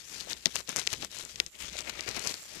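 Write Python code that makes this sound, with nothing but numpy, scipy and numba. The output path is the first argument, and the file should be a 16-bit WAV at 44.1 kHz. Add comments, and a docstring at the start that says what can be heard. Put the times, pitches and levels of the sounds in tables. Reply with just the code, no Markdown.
"""A close, dry rustle of fur comes first, at the left: a hand strokes a cat's head on a bed, brushing that port.
Dense hair slips make the rustle and a lower skin rub, both swelling and thinning with the strokes.
Single hairs tick as resonant pulses, a few snap and ring the casing; the rubbing also gives short low thumps,
murmurs and a squeak, made as decaying tones that sink in pitch.
The right port hears a faint share of this; under it lie handling rumble, a low hum, port hiss and a light brush."""
import sys
import numpy as np
from scipy import signal
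from scipy.fft import rfft, irfft
from scipy.io import wavfile
from numba import njit

SR = 44100
rng = np.random.default_rng(int(sys.argv[2]) if len(sys.argv) > 2 else 0)


def dump(signal):
    """Clip the signal to [-1, 1] and save it as 16-bit WAV at the path in sys.argv[1]."""
    limited = np.clip(np.atleast_2d(signal).T, -1, 1)
    pcm = np.round(limited * 32767).astype(np.int16)
    wavfile.write(sys.argv[1], SR, pcm)


N = 114660  # samples, 2.6 s

# Strokes of the hand, before the two trims: time_s, rustle_level_db, skin_level_db
STROKES = [(0.0, -42.5, -51), (0.036, -49, -63), (0.1, -40, -53), (0.144, -38.5, -47.5), (0.192, -41, -53),
           (0.208, -35, -45), (0.255, -48, -56), (0.315, -33, -41), (0.359, -55.5, -56),
           (0.371, -47.5, -52.5), (0.423, -49.5, -63.5), (0.451, -45.5, -55), (0.463, -41, -30.5),
           (0.479, -46.5, -49.5), (0.507, -45.5, -63), (0.539, -41.5, -57), (0.559, -35, -38),
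           (0.591, -36, -46), (0.643, -58, -62.5), (0.662, -55, -69), (0.694, -34.5, -40.5),
           (0.738, -43, -53), (0.794, -30, -35.5), (0.854, -45, -58.5), (0.874, -53, -51),
           (0.902, -41.5, -52.5), (0.934, -31.5, -41.5), (0.974, -44.5, -59), (1.002, -42.5, -69),
           (1.026, -39, -41.5), (1.06, -42, -53.5), (1.09, -59, -85), (1.117, -41, -56.5),
           (1.209, -36.5, -46), (1.27, -49, -57), (1.297, -44.5, -64), (1.345, -47.5, -72),
           (1.397, -43.5, -52), (1.405, -43, -37.5), (1.413, -47.5, -49), (1.449, -55.5, -65),
           (1.465, -47.5, -62), (1.513, -64, -79), (1.548, -46, -59.5), (1.578, -53.5, -64),
           (1.594, -38.5, -57), (1.652, -37, -48), (1.716, -44, -61), (1.75, -38.5, -54), (1.789, -33, -58),
           (1.806, -36.5, -43.5), (1.845, -43.5, -55.5), (1.885, -37.5, -46), (1.925, -44.5, -55),
           (1.99, -39.5, -50), (2.05, -42, -54), (2.09, -34.5, -42.5), (2.14, -39.5, -48),
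           (2.172, -32, -37.5), (2.22, -38, -47), (2.275, -32.5, -40), (2.3, -34.5, -44),
           (2.375, -44.5, -55.5), (2.43, -48.5, -57), (2.5, -44.5, -56.5), (2.55, -41.5, -46),
           (2.598, -43.5, -52.5)]
FUR_TRIM_DB, SKIN_TRIM_DB = -0.5, 1.5
# Tiny hair slips; each is louder than the least by a random amount with this scale
SLIPS_PER_S, SLIP_SPREAD_DB = 8000., 4.5
# Unsteady catching shared by fur and skin, and a further judder of the skin (rates in wander points per s)
CATCH_DB, CATCH_RATE = 2.0, 130.
JUDDER_DB, JUDDER_RATE = 2.5, 70
# Colours of the fur rustle and of the skin rub: freq_hz, density_db (relative, per Hz)
FUR_COLOUR = [(700, -28.5), (1300, -8.5), (1900, -2.5), (2600, -1), (4000, -3), (6200, -1), (7500, -6.5),
              (9000, -14.5), (12000, -18.5), (14500, -32)]
SKIN_COLOUR = [(30, -17.5), (90, -1.5), (200, -2), (380, 1), (650, -3.5), (900, -4), (1400, -4.5),
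               (2500, -4.5), (6000, -36.5)]
# Small air gaps squeezed by the rubbing: pitch_hz, level_db
AIR_GAPS = [(3100, -7.5), (4000, -3.5), (5800, -6)]
GAP_Q, GAP_DRIFT, AIR_RATE = 7.2, 0.13, 12  # drift as log pitch; wander points per s
# Hollow of the cupped hand, its share against the fur: time_s, level_db
CUP_SHARE = [(0, -33), (1.5, -10), (1.7, -12), (1.85, -0.5), (2.1, -3), (2.28, -11), (2.6, -12)]
# Resonances of that hollow: pitch_hz, q, level_db
CUP_MODES = [(612, 9.9, -8.5), (1360, 3.3, -10), (2310, 3.4, 1.5)]
# Treble hiss of the rubbing against the fur: time_s, level_db
SHEEN_LEVEL = [(.45, -9), (.62, -8.5), (.95, -11.5), (1.2, -8), (1.6, -7), (1.9, -43), (2.2, -10),
               (2.6, -6)]
# Colour of that hiss: freq_hz, density_db (relative, per Hz)
SHEEN_COLOUR = [(3500, -41), (6800, 3), (9000, 0), (12000, -4), (14500, -10.5)]
# Lesser hair ticks scattered through the rustle; level is the peak against the rustle
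CRACKLES_PER_S, CRACKLE_DB, CRACKLE_HZ = 70., 14.5, 5360

# Single hairs flicking free: start_s, peak_db, pitch_hz, knock_db (dull knock against the tick)
TICKS = [(0.203, -17.5, 4440, -17), (0.2086, -15.5, 4400, -35), (0.2988, -19, 5800, -21),
         (0.307, -18, 3500, -32), (0.3104, -18, 5230, -17), (0.3309, -15.5, 4240, -35),
         (0.3325, -14, 4600, -37), (0.467, -17, 3770, -17), (0.4695, -12.5, 4200, -10),
         (0.5568, -6, 5800, -2), (0.5586, -4.5, 6100, 9), (0.5645, -12, 3370, -19), (0.605, -16, 5750, 8),
         (0.676, -23, 4470, -16), (0.6926, -9.5, 6400, -2.5), (0.7073, -19.5, 4230, -26),
         (0.718, -22, 6000, -15), (0.7618, -3, 5800, 4), (0.7678, -5.5, 6150, -3), (0.7891, -11, 5700, -29),
         (0.7966, -10, 6100, -13), (0.8162, -18, 3500, -18), (0.8614, -26, 5030, -24),
         (0.869, -10.5, 5700, -2), (0.9041, -22, 4700, -18), (0.9206, -21, 4740, -7),
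         (0.93, -7.5, 6200, 4.5), (0.9347, -13, 6000, -5), (0.9377, -17, 2800, -19),
         (1.0257, -16.5, 3560, -27), (1.0477, -9.5, 5700, 5), (1.116, -26, 5060, -12),
         (1.1874, -19.5, 6240, -21), (1.21, -18.5, 3280, 12), (1.2515, -18, 7100, -26),
         (1.5534, -30.5, 2920, -25), (1.6984, -25, 3770, -24), (1.7692, -21, 4400, -25),
         (1.807, -15, 5540, -26), (1.8967, -8.5, 4340, 8), (2.008, -12.5, 5060, -26),
         (2.0901, -16.5, 6500, -8), (2.1126, -18, 5030, -20), (2.166, -11, 4930, 8),
         (2.195, -13.5, 6800, -28), (2.2401, -18, 5570, -26), (2.2655, -14.5, 5630, -1),
         (2.2736, -7.5, 5750, -10), (2.2943, -17, 4430, -3), (2.3415, -13.5, 4600, -1.5)]
TICK_Q, KNOCK_HZ = 1.48, 1210
# Stiffer hairs that snap: start_s, peak_db (without the ring), pitch_hz, ring_db
SNAPS = [(0.4575, -1, 5100, -7), (.45808, -6, 4630, 5), (0.4586, -1.5, 4600, 1), (.8737, -4, 4140, 0.5),
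         (1.3586, -24, 5400, 11), (1.4011, -1, 4130, 1), (1.464, -18, 6100, 4), (1.9953, -26, 2820, 7)]
SNAP_Q, SNAP_KNOCK_DB, SNAP_DULL_HZ = 0.98, -29.5, 8000
# Modes of the recorder's casing: pitch_hz, level_db
CASING_MODES = [(960, 10), (1400, 6), (1950, 10), (2280, 4), (2650, 3.5), (3280, -14), (5350, -1.5),
                (6250, 0.5)]
RING_T60_S = 0.014  # time for each mode to fall 60 dB

# Short low thumps, murmurs and a squeak from the rubbing: start_s, level_db, pitch_hz (where the tone settles)
RUB_TONES = [(.273, -34, 590), (.461, -26, 185), (.4625, -25, 587), (.465, -30.5, 354), (0.474, -33, 210),
             (.696, -40, 181), (0.875, -35.5, 390), (.925, -40.5, 98), (1.403, -31.5, 367),
             (1.754, -31.5, 590), (2.064, -34, 380)]
TONE_RISE_CYCLES, TONE_FALL_CYCLES = 0.33, 7.1  # rise time constant; fall by 60 dB
TONE_SAG = 0.14  # share by which the pitch starts high

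# Faint share of the left-side touch at the right port
RIGHT_RUB_DB, RIGHT_TICK_DB = -46, -32

# Grip on the recorder, before the rumble and hum trims: time_s, level_db
GRIP = [(.06, -67.5), (.3, -57.5), (.43, -66.5), (.58, -56.5), (.66, -67.5), (1.04, -54), (1.1, -65.5),
        (1.47, -58.5), (1.515, -77), (1.62, -58), (1.79, -58), (1.94, -63), (2.2, -55.5), (2.41, -71),
        (2.6, -61.5)]
# Colour of the handling rumble: freq_hz, density_db (relative, per Hz)
RUMBLE_COLOUR = [(20, -9.5), (60, -2), (100, -5), (200, -4), (300, -10.5), (430, -9.5), (650, -21.5),
                 (2000, -33), (8000, -46)]
RUMBLE_TRIM_DB, HUM_HZ, HUM_TRIM_DB, HISS_DB = -1, 63, -2, -72.5
# Colour of the ports, for hiss and brush: freq_hz, density_db (relative, per Hz)
PORT_COLOUR = [(300, -19), (900, -12.5), (2000, -10.5), (4500, -13), (6300, -6.5), (7350, 2), (8500, -10.5),
               (11000, -12.5), (14500, -13)]
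# Hand brushing the right port; the end levels hold outside these times: time_s, level_db
BRUSH = [(2.245, -55.5), (2.28, -43.5), (2.38, -48.5), (2.44, -45.5), (2.5, -55.5)]
# The hiss level dips briefly
DIP_S, DIP_WIDTH_S, DIP_DB = 1.52, 0.022, -12
CLIP_LEVEL, TOP_HZ = 0.88, 14500


def rubbing():
    """Slips through fur, air gaps and cupped hand, over a lower skin rub; all catch and release together."""
    fur_gain, skin_gain = curve(STROKES)
    catch = undb(CATCH_DB * walk(CATCH_RATE))
    skin = colour(slips() * catch, SKIN_COLOUR) * undb(JUDDER_DB * walk(JUDDER_RATE))
    rustle = fur_rustle(catch) + crackle()
    return undb(FUR_TRIM_DB) * fur_gain * rustle + undb(SKIN_TRIM_DB) * skin_gain * skin


def fur_rustle(catch):
    """Coloured slips, joined by resonances of moving air pockets and a treble sheen."""
    sheen, = curve(SHEEN_LEVEL)
    cup, = curve(CUP_SHARE)
    gaps = sum(undb(db) * air_pocket(catch, hz, GAP_Q, GAP_DRIFT) for hz, db in AIR_GAPS)
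    fur = unit(colour(slips() * catch, FUR_COLOUR) + gaps)
    hollow = sum(undb(db) * air_pocket(catch, hz, q, 0.053) for hz, q, db in CUP_MODES)
    treble = colour(slips() * catch, SHEEN_COLOUR)
    # keep the level about steady as the shares change
    return (fur + cup * hollow + sheen * treble) / np.sqrt(1 + cup ** 2 + sheen ** 2)


def air_pocket(catch, hz, q, drift):
    """Slips heard through one wandering air resonance; rms 1."""
    centre = hz * np.exp(drift * walk(AIR_RATE))
    return unit(resonate(slips() * catch, centre, float(q)))


def slips():
    """Countless tiny stick-slips: random impulses of uneven size and either sign."""
    hit = rng.random(N) < SLIPS_PER_S / SR
    size = undb(SLIP_SPREAD_DB * np.minimum(rng.exponential(size=N), 5.5))
    return hit * size * rng.choice([-1, 1], N)


def crackle():
    """Lesser hairs let go at random moments, each a small flick of random size and sign."""
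    hit = rng.random(N) < CRACKLES_PER_S / SR
    catches = hit * rng.uniform(-1.08, 1, N)
    return undb(CRACKLE_DB) * np.convolve(catches, flick(CRACKLE_HZ, TICK_Q, SNAP_KNOCK_DB))[:N]


def hairs():
    """Single hairs tick; stiffer ones snap, a little duller, and set the casing ringing."""
    out = np.zeros(N)
    for start, db, hz, knock_db in TICKS:
        add(out, start, undb(db) * flick(hz, TICK_Q, knock_db))
    dull = signal.butter(2, SNAP_DULL_HZ, fs=SR, output="sos")
    for start, db, hz, ring_db in SNAPS:
        snap = signal.sosfilt(dull, flick(hz, SNAP_Q, SNAP_KNOCK_DB))
        sound = snap + undb(ring_db) * casing_ring(snap)
        add(out, start, undb(db) * sound / abs(snap).max())
    return out


def flick(hz, q, knock_db):
    """One hair letting go: a brief resonance at its pitch over a duller knock; peak 1."""
    push = signal.unit_impulse(1024)
    tick = band(push, hz, q)
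    knock = resonate(push, np.full(len(push), float(KNOCK_HZ)), 0.3)
    y = tick / abs(tick).max() + undb(knock_db) * knock / abs(knock).max()
    return y / abs(y).max()


def casing_ring(snap):
    """The snap drives the casing's modes, whose Q follows from their common decay time."""
    ring = np.zeros(len(snap))
    for hz, db in CASING_MODES:
        q = np.pi * hz * RING_T60_S / np.log(1000)
        ring += undb(db) * resonate(snap, np.full(len(snap), float(hz)), q)
    return ring


def rub_tones():
    """Short low thumps, murmurs and a squeak from the rubbing: decaying tones that sink in pitch."""
    out, t = np.zeros(N), np.arange(SR // 5) / SR
    for start, db, hz in RUB_TONES:
        fade = np.exp(-np.log(1000) * t * hz / TONE_FALL_CYCLES)
        swell = fade * (1 - np.exp(-t * hz / TONE_RISE_CYCLES))
        phase = 2 * np.pi * np.cumsum(hz * (1 + TONE_SAG * fade)) / SR
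        add(out, start, undb(db) * swell / swell.max() * np.sin(phase))
    return out


def right_brush():
    """A light brush of the hand: slips coloured by the right port."""
    level, = curve(BRUSH)
    return level * colour(slips(), PORT_COLOUR)


def handling_rumble(grip):
    """Trembling low noise following the grip, partly shared between the two ports."""
    shared = rng.standard_normal(N)
    tremble = undb(3.6 * walk(55))
    ports = [colour(shared + 0.57 * rng.standard_normal(N), RUMBLE_COLOUR) for _ in range(2)]
    return np.array(ports) * grip * tremble * undb(RUMBLE_TRIM_DB)


def low_hum(grip):
    """A low sine, wandering in level and phase, equal at both ports and following the grip."""
    t = np.arange(N) / SR
    level = undb(HUM_TRIM_DB + 2.0 * walk(4.95))
    return grip * level * np.sin(2 * np.pi * HUM_HZ * t + .5 * walk(5.54))


def port_hiss():
    """Independent coloured noise at each port, with one brief dip in level."""
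    t = np.arange(N) / SR
    dip = undb(DIP_DB * np.exp(-((t - DIP_S) / DIP_WIDTH_S) ** 2))
    ports = [colour(rng.standard_normal(N), PORT_COLOUR) for _ in range(2)]
    return dip * undb(HISS_DB) * np.array(ports)


def background():
    """Rumble, hum and hiss at both ports, with the light brush added on the right."""
    grip, = curve(GRIP)
    brush = np.array([np.zeros(N), right_brush()])
    return handling_rumble(grip) + low_hum(grip) + port_hiss() + brush


def undb(db):
    """Decibels to gain."""
    return 10 ** (np.asarray(db) / 20)


def unit(x):
    """Scale to rms 1."""
    return x / np.sqrt(np.mean(x ** 2))


def curve(rows):
    """Gain over time for each dB column of a table."""
    times, *cols = np.array(rows, float).T
    return [undb(np.interp(np.arange(N) / SR, times, c)) for c in cols]


def colour(x, points):
    """Causal minimum-phase filter through (Hz, dB) points; rms 1."""
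    hz, db = np.array(points, float).T
    f = np.maximum(np.fft.rfftfreq(N, 1 / SR), 1)
    log_gain = np.log(undb(np.interp(np.log(f), np.log(hz), db)))
    cepstrum = irfft(log_gain, N)
    # folding the cepstrum forward in time makes the filter causal
    cepstrum[1:N // 2] *= 2
    cepstrum[N // 2 + 1:] = 0
    return unit(irfft(rfft(x) * np.exp(rfft(cepstrum)), N))


def walk(rate):
    """Random wander of rms 1, in straight lines between `rate` points per second."""
    knots = rng.standard_normal(4096)
    return unit(np.interp(np.arange(N) / SR * rate, np.arange(len(knots)), knots))


@njit
def resonate(x, hz, q):
    """Band-pass (state-variable filter) whose centre may move."""
    y, band_state, low_state = np.empty(len(x)), 0., 0.
    for i in range(len(x)):
        g = np.tan(np.pi * min(hz[i], .45 * SR) / SR)
        v = (band_state + g * (x[i] + 1e-18 - low_state)) / (1 + g * (g + 1 / q))
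        band_state = 2 * v - band_state
        low_state += 2 * g * v
        y[i] = v / q
    return y


def band(x, hz, q):
    """A fixed resonance applied twice, for steep sides."""
    centre = np.full(len(x), float(hz))
    return resonate(resonate(x, centre, float(q)), centre, float(q))


def add(out, start, sound):
    """Mix a sound in at a time in seconds."""
    i = int(start * SR)
    out[i:i + len(sound)] += sound[:N - i]


def scene():
    """The touch is at the left port; a faint share reaches the right."""
    rub = rubbing() + rub_tones()
    ticks = hairs()
    left = rub + ticks
    right = undb(RIGHT_RUB_DB) * rub + undb(RIGHT_TICK_DB) * ticks
    return np.array([left, right]) + background()


def record(dry):
    """The recorder clips near full scale, then cuts the top steeply."""
    low_pass = signal.ellip(8, .2, 70, TOP_HZ, fs=SR, output="sos")
    return signal.sosfilt(low_pass, np.clip(dry, -CLIP_LEVEL, CLIP_LEVEL))


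dry = scene()
out = record(dry)
dump(out)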